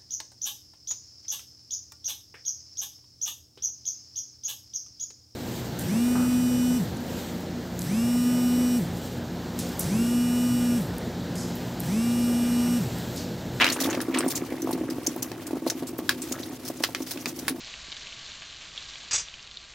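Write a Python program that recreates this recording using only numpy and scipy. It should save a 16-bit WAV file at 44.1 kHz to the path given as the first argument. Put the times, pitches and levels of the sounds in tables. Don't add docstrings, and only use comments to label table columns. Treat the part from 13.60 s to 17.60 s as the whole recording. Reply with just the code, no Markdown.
import sys
import numpy as np
from scipy import signal
from scipy.fft import rfft, irfft
from scipy.io import wavfile
from scipy.ndimage import uniform_filter1d

SR = 44100
rng = np.random.default_rng(int(sys.argv[2]) if len(sys.argv) > 2 else 0)


def master_out(mix):
    frames = np.transpose(np.atleast_2d(mix))
    ceiling = np.clip(frames, -1, 1)
    pcm = np.round(ceiling * 32767).astype(np.int16)
    wavfile.write(sys.argv[1], SR, pcm)


N = 176400
T = np.arange(N) / SR
HZ = np.maximum(np.arange(N // 2 + 1) * SR / N, 1)

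# time_s, level_db
FLARE_LEVELS = [(0, -19), (.025, -19.5), (.07, -23.5), (.11, -33), (.16, -52), (.35, -39.5), (.47, -93),
                (.55, -33.5), (.62, -47), (.7, -54), (4, -67)]
# pitch_hz, level_db
FLARE_TONE = [(60, -27), (300, -2), (800, -3.5), (1600, 4.5), (2800, 4), (4500, -10.5), (7000, -20),
              (15000, -55)]
# time_s, level_db
SPARK_LEVELS = [(0.0, -36), (0.1, -35.5), (0.31, -43), (0.39, -43), (2.49, -46.5), (2.64, -39.5),
                (2.99, -44.5), (3.56, -42), (4.0, -46.5)]
# pitch_hz, level_db
FIZZ_TONE = [(600, -1.5), (1500, 3), (3000, 2), (6000, -1), (8000, -4), (12000, -4), (15500, -5.5)]
# pitch_hz, level_db
CRACKLE_TONE = [(3000, -4), (6000, 6), (9000, 1), (15000, 7)]
# time_s, level_db
RUMBLE_LEVELS = [(0, -43.5), (.7, -43), (1.5, -45), (2.3, -47), (3.1, -47.5), (4, -48.5)]
# pitch_hz, level_db
RUMBLE_TONE = [(20, -41), (38, -46.5), (62, -11), (90, -8), (120, -1.5), (150, -6), (190, -5.5), (220, -18),
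               (500, -11), (1000, -23.5), (3000, -72)]
# time_s, level_db
SPUTTER_LEVELS = [(0, -29.5), (.1, -41), (.33, -33.5), (.47, -44.5), (.58, -35), (.8, -48), (.93, -40),
                  (1.02, -54), (1.11, -47), (1.3, -51), (1.75, -49), (2.71, -66), (2.75, -34),
                  (2.81, -54.5), (2.9, -46), (2.98, -59), (3.08, -49), (3.15, -65), (4, -53)]
# pitch_hz, level_db
SPUTTER_TONE = [(450, 6), (700, 2.5), (2000, 5.5), (3000, -5.5), (4500, -8.5)]
# time_s, level_db
SIMMER_LEVELS = [(0.0, -30), (.68, -29), (.95, -35.5), (1.15, -31), (1.45, -33.5), (2.55, -34),
                 (3.15, -38.5), (4.0, -36)]
# pitch_hz, level_db, fade_s
LOW_NOTES = [(260.6, -4, 0.084), (316.4, 1.5, 0.041), (330, -16.5, 0.026)]
# pitch_hz, level_db, fade_s
UPPER_NOTES = [(522, -3.5, 0.039), (670, 0.5, 0.021), (881, -12.5, 0.078), (1102, -5, 0.015)]
# start_s, level_db, pitch_hz, overtone_db
DROPLET_CRACKS = [(0.016, -14, 1680, -6), (.044, -5.5, 1530, 2), (0.0664, -15, 2800, -10),
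                  (0.089, -16, 1690, -8), (0.3293, -21, 2570, -14), (0.3504, -23, 2160, -8),
                  (0.4041, -18.5, 1780, -12), (0.5472, -21, 1830, -11), (.574, -16.5, 1120, -14),
                  (0.6071, -20, 1290, -15), (1.717, -28.5, 1750, -20), (2.102, -22, 1630, 10),
                  (2.232, -38, 1940, -11), (2.389, -28, 1750, -17), (2.4924, -4, 1560, -2),
                  (3.2377, -6, 2410, -4), (3.3485, -13.5, 2440, -7), (3.574, -24.5, 2560, -11),
                  (3.6578, -13, 2500, -15), (3.8813, -9, 1800, -28)]
# pitch_hz, level_db
SPRAY_TONE = [(100, -16), (400, -9), (900, -6), (1300, 0.5), (2500, -0.5), (5000, -1.5), (8000, -14.5),
              (15000, -19)]
# start_s, level_db, sharpness_db
BUBBLE_BURSTS = [(.021, -23.5, -10), (.044, -28, 3), (0.096, -23.5, -9), (0.116, -29, 0), (.194, -27, -16),
                 (0.213, -18.5, -9), (0.251, -21.5, -6), (.273, -24, 0), (.287, -22, 0.5), (0.32, -24, -6),
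                 (0.343, -24, 3.5), (.373, -17.5, -10), (.393, -23, -8), (0.483, -19, -12),
                 (.559, -25, -20), (.575, -20.5, -8.5), (.603, -31.5, 8), (0.621, -31, -23),
                 (.641, -23.5, -1.5), (0.662, -15.5, -11), (0.821, -20.5, -10), (0.847, -25.5, -22),
                 (.921, -21, -9), (0.94, -24.5, -7), (1.027, -27, -25), (1.045, -22.5, -26),
                 (1.072, -25.5, 3.5), (1.091, -21.5, -1.5), (1.108, -20.5, -2), (1.132, -18.5, -23),
                 (1.151, -24, -16), (1.177, -38, 11), (1.211, -21.5, -14), (1.236, -19.5, -11),
                 (1.29, -21.5, -27), (1.321, -26, -18), (1.382, -22.5, -6.5), (1.478, -19, -28),
                 (1.561, -23, -6), (1.715, -25, -2), (1.907, -30, 3), (1.931, -18, -12.5),
                 (1.954, -21.5, -8), (1.968, -21.5, -7), (2.021, -27.5, -4.5), (2.064, -15.5, -1),
                 (2.118, -32.5, 5.5), (2.223, -23, -4), (2.234, -25, -10), (2.388, -23, -3.5),
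                 (2.712, -22, -8), (2.799, -24, -24), (3.1, -22.5, -3.5), (3.204, -25, -2),
                 (3.289, -32.5, 3.5), (3.404, -21, -10.5), (3.559, -27.5, -6), (3.669, -24, -10),
                 (3.826, -27.5, -30), (3.908, -23, -15)]
# pitch_hz, level_db
GURGLE_TONE = [(250, -7), (400, 5.5), (750, -3.5), (1400, -10), (5000, -17)]
# start_s, length_s, level_db, whistle_hz, whistle_over_hiss_db
GAS_JETS = [(0.099, 0.0053, -23, 4260, 4), (0.121, 0.013, -25.5, 6400, 1), (0.126, 0.031, -34.5, 9000, 19),
            (0.202, 0.027, -24.5, 5940, -7.5), (0.236, 0.018, -25, 3500, -6.5),
            (0.259, .014, -34.5, 6000, -12), (0.3, 0.014, -31.5, 6550, 4), (0.413, 0.01, -31, 9800, -2.5),
            (0.54, 0.0091, -27, 2070, 22), (0.586, 0.006, -19.5, 8480, 10), (0.679, 0.01, -28, 9200, 7),
            (0.699, 0.028, -28.5, 14300, -9), (0.751, 0.031, -28, 6800, 0),
            (1.019, 0.0055, -31.5, 6130, 10), (1.111, 0.0064, -32, 11200, 13), (1.127, 0.01, -32, 4200, -7),
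            (1.3, 0.011, -34.5, 4800, -8), (1.464, 0.0089, -25.5, 6500, 6), (1.4669, 0.0035, -17, 5970, 32),
            (1.622, 0.014, -29.5, 6530, 0), (1.867, 0.0094, -32.5, 8700, -2), (2.072, 0.016, -31, 4220, -4),
            (2.099, 0.0082, -22, 6070, 2), (2.269, 0.027, -36.5, 7750, -4.5),
            (2.381, 0.009, -35.5, 14200, 4), (2.618, 0.013, -31, 8100, 5),
            (2.721, 0.0071, -24.5, 6730, 0.5), (2.83, 0.0066, -36, 3800, 23),
            (3.049, 0.028, -37.5, 5500, -6), (3.078, 0.011, -29.5, 6070, -12),
            (3.223, 0.007, -35, 5500, -3), (3.234, 0.016, -28.5, 8500, -14), (3.419, 0.015, -38, 6130, -7),
            (3.464, 0.082, -40, 5000, -3.5), (3.509, 0.015, -29.5, 3980, -6),
            (3.675, 0.026, -33.5, 6340, -5), (3.762, 0.0046, -38, 4970, -16),
            (3.789, 0.01, -30.5, 5900, -10), (3.88, 0.021, -29, 10200, 1)]
# pitch_hz, level_db
JET_TONE = [(500, 6.5), (1500, -8), (3000, -3), (5500, 2), (8000, -1.5), (12000, -1.5), (16000, -2)]
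# start_s, level_db
SPARK_SNAPS = [(.1, -20), (.207, -23), (.416, -30), (.588, -24), (0.681, -23), (0.706, -16), (1.02, -17),
               (1.111, -28), (1.4723, -12), (1.563, -19.5), (1.629, -7), (2.4938, -4.5), (2.724, -24),
               (3.238, -24), (3.882, -7)]
# pitch_hz, level_db
SNAP_TONE = [(1000, -45), (6000, 6), (15000, 10)]
# pitch_hz, side_db
STEREO_WIDTH = [(60, -31), (300, -6.5), (700, -8.5), (1300, -10.5), (2400, -9), (4400, -5.5), (15000, -5)]

LOW_SOFTEN_HZ, UPPER_SOFTEN_HZ = 576, 1520


def from_db(db):
    return 10 ** (np.asarray(db) / 20)


def unit_power(x):
    return x / np.sqrt(np.mean(x ** 2) + 1e-20)


def level(rows):
    return from_db(np.interp(T, *np.transpose(rows)))


def gain_at(tone, hz):
    pitch_hz, level_db = np.transpose(tone)
    return from_db(np.interp(np.log(hz), np.log(pitch_hz), level_db))


def drift(rate_hz):
    return unit_power(irfft(rfft(rng.standard_normal(N)) / (1 + (HZ / rate_hz) ** 2), N))


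def stereo(middle, side):
    return middle + irfft(rfft(side) * gain_at(STEREO_WIDTH, HZ), N) * np.array([[1], [-1]])


def noise(tone, grain_db=0):
    white = rng.standard_normal((2, N)) * from_db(grain_db * np.clip(drift(310), -3, 2.5))
    return unit_power(stereo(*irfft(rfft(white) * gain_at(tone, HZ), N)))


def high_pass(x, hz, order=2):
    return signal.sosfilt(signal.butter(order, hz, "high", fs=SR, output="sos"), x)


def low_pass(x, hz, order=2):
    return signal.sosfilt(signal.butter(order, hz, fs=SR, output="sos"), x)


def clicks(start_s, level_db):
    out = np.zeros(N)
    np.add.at(out, np.clip(start_s * SR, 0, N - 1).astype(int), from_db(level_db))
    return out


def random_clicks(per_s, size_db):
    hits = (rng.random(N) < per_s / SR) * rng.choice([-1, 1], N)
    return hits * from_db(size_db * np.minimum(rng.exponential(1, N), 3))


def ring(x, hz, fade_s):
    decay, angle = from_db(-60 / (fade_s * SR)), 2 * np.pi * hz / SR
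    return signal.lfilter([0, decay * np.sin(angle)], [1, -2 * decay * np.cos(angle), decay ** 2], x + 1e-18)


def fading(x, fade_s):
    return signal.lfilter([1], [1, -from_db(-60 / (fade_s * SR))], x + 1e-18)


def pops(tone, per_s, size_db, cycles, pitches=18):
    out, width = 0, 1 / (cycles + 2)
    for hz in np.geomspace(tone[0][0], tone[-1][0], pitches):
        band = signal.butter(2, [hz * (1 - width), hz * (1 + width)], "band", fs=SR, output="sos")
        hits = random_clicks(per_s / pitches, size_db) + 1e-18
        out = out + gain_at(tone, hz) * unit_power(signal.sosfilt(band, hits))
    return unit_power(out)


def flare():
    return noise(FLARE_TONE, grain_db=3.5) * level(FLARE_LEVELS) * from_db(2 * drift(56))


def fizz():
    return noise(FIZZ_TONE, grain_db=1) * level(SPARK_LEVELS) * from_db(-5 + 3 * drift(39))


def crackle():
    middle, side = (pops(CRACKLE_TONE, per_s=900, size_db=1.8, cycles=14) for _ in range(2))
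    clumps = from_db(4.5 * np.minimum(drift(20), 2))
    return unit_power(stereo(middle, side) * clumps) * level(SPARK_LEVELS) * from_db(-9.5)


def rumble():
    return noise(RUMBLE_TONE) * level(RUMBLE_LEVELS) * from_db(1.5 * drift(10))


def sputter():
    popping = pops(SPUTTER_TONE, per_s=500, size_db=3.3, cycles=5.8)
    clumps = from_db(2.8 * drift(39))
    return unit_power(popping * clumps) * level(SPUTTER_LEVELS) * from_db(-1)


def simmer():
    hits = random_clicks(per_s=300, size_db=3)
    def hollow(notes):
        return sum(from_db(db) * ring(hits * from_db(2 * drift(63)), hz, fade_s)
                   for hz, db, fade_s in notes)
    low = low_pass(hollow(LOW_NOTES), LOW_SOFTEN_HZ)
    upper = low_pass(hollow(UPPER_NOTES), UPPER_SOFTEN_HZ)
    return unit_power(low + from_db(-10) * upper) * level(SIMMER_LEVELS) * from_db(-0.5)


def cracks():
    echo_s, echo_db, fade_s, overtone_ratio = 0.002295, -14, 0.0095, 2.6
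    shock = 0
    for start_s, level_db, hz, overtone_db in DROPLET_CRACKS:
        hit = clicks(start_s + np.array([0, echo_s]), level_db - 4 + np.array([0, echo_db]))
        overtone = from_db(overtone_db) * ring(hit, hz * overtone_ratio, fade_s / 2)
        shock = shock + ring(hit, hz, fade_s) - overtone
    shock = high_pass(low_pass(shock, hz=7000), hz=594)
    start_s, level_db, *_ = np.transpose(DROPLET_CRACKS)
    blast = fading(clicks(start_s, level_db - 8), fade_s=0.009)
    spray = fading(clicks(start_s, level_db - 17.5), fade_s=0.1)
    return shock + (blast + spray) * noise(SPRAY_TONE, grain_db=2)


def bubbles():
    start_s, level_db, sharpness_db = np.transpose(BUBBLE_BURSTS)
    def hollow(notes, burst_db, puff_s):
        out = 0
        for hz, note_db, fade_s in notes:
            hit_s = start_s + puff_s * rng.random(len(start_s))
            hit_db = burst_db + note_db + 2 * rng.standard_normal(len(start_s))
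            out = out + ring(clicks(hit_s, hit_db), hz, fade_s)
        return out
    low = low_pass(hollow(LOW_NOTES, level_db, puff_s=0), LOW_SOFTEN_HZ)
    upper = hollow(UPPER_NOTES, level_db + sharpness_db - 1.5, puff_s=0.0016)
    upper = low_pass(high_pass(upper, hz=426), UPPER_SOFTEN_HZ)
    bubbling = from_db(1) * (low + upper) + simmer()
    notch = signal.iirnotch(212, 5, fs=SR)
    return high_pass(signal.lfilter(*notch, bubbling), hz=227, order=3)


def gurgles():
    start_s, level_db, sharpness_db = np.transpose(BUBBLE_BURSTS)
    flow = fading(clicks(start_s, level_db + sharpness_db - 12), fade_s=0.055)
    flow = uniform_filter1d(flow, int(0.006 * SR) + 1)
    return high_pass(flow * noise(GURGLE_TONE, grain_db=2), hz=256)


def spits():
    rise_s, fall_s = 0.001, 0.0036
    hiss, out = noise(JET_TONE, grain_db=2.5), np.zeros((2, N))
    for start_s, length_s, level_db, whistle_hz, whistle_db in GAS_JETS:
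        part = slice(int(start_s * SR), int((start_s + length_s + 10 * fall_s) * SR))
        age_s = np.maximum(T[part] - start_s, 0)
        shape = np.minimum(age_s / rise_s, 1) * np.exp(-np.maximum(age_s - 0.89 * length_s, 0) / fall_s)
        opening = signal.iirpeak(whistle_hz, Q=8.8, fs=SR)
        whistle = unit_power(signal.lfilter(*opening, hiss[:, part][:, ::-1]))
        jet = (hiss[:, part] + from_db(whistle_db) * whistle) / np.hypot(1, from_db(whistle_db))
        out[:, part] += from_db(level_db - 1.13) * shape * jet
    return high_pass(out, hz=515)


def snaps():
    start_s, level_db = np.transpose(SPARK_SNAPS)
    return fading(clicks(start_s, level_db - 5.5), fade_s=0.0063) * noise(SNAP_TONE, grain_db=2)


def track_echo(x):
    delay_s, fade_s = 0.004, 0.11
    tail = rng.standard_normal((2, N)) * from_db(-60 * T / fade_s) * (T > delay_s)
    tail = high_pass(tail / np.sqrt(np.sum(tail ** 2) / 2), hz=463, order=1)
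    middle, side = signal.fftconvolve(x.mean(0)[None], tail, axes=1)[:, :N]
    return from_db(-12) * stereo(middle, side)


def scene():
    pot = bubbles() + gurgles() + spits() + snaps() + cracks() + sputter()
    return pot + track_echo(pot) + crackle() + flare() + fizz() + rumble()


def record(dry):
    treble_cut = signal.ellip(10, .2, 70, 15900, fs=SR, output="sos")
    return signal.sosfilt(treble_cut, np.tanh(dry))


dry = scene()
out = record(dry)
master_out(out)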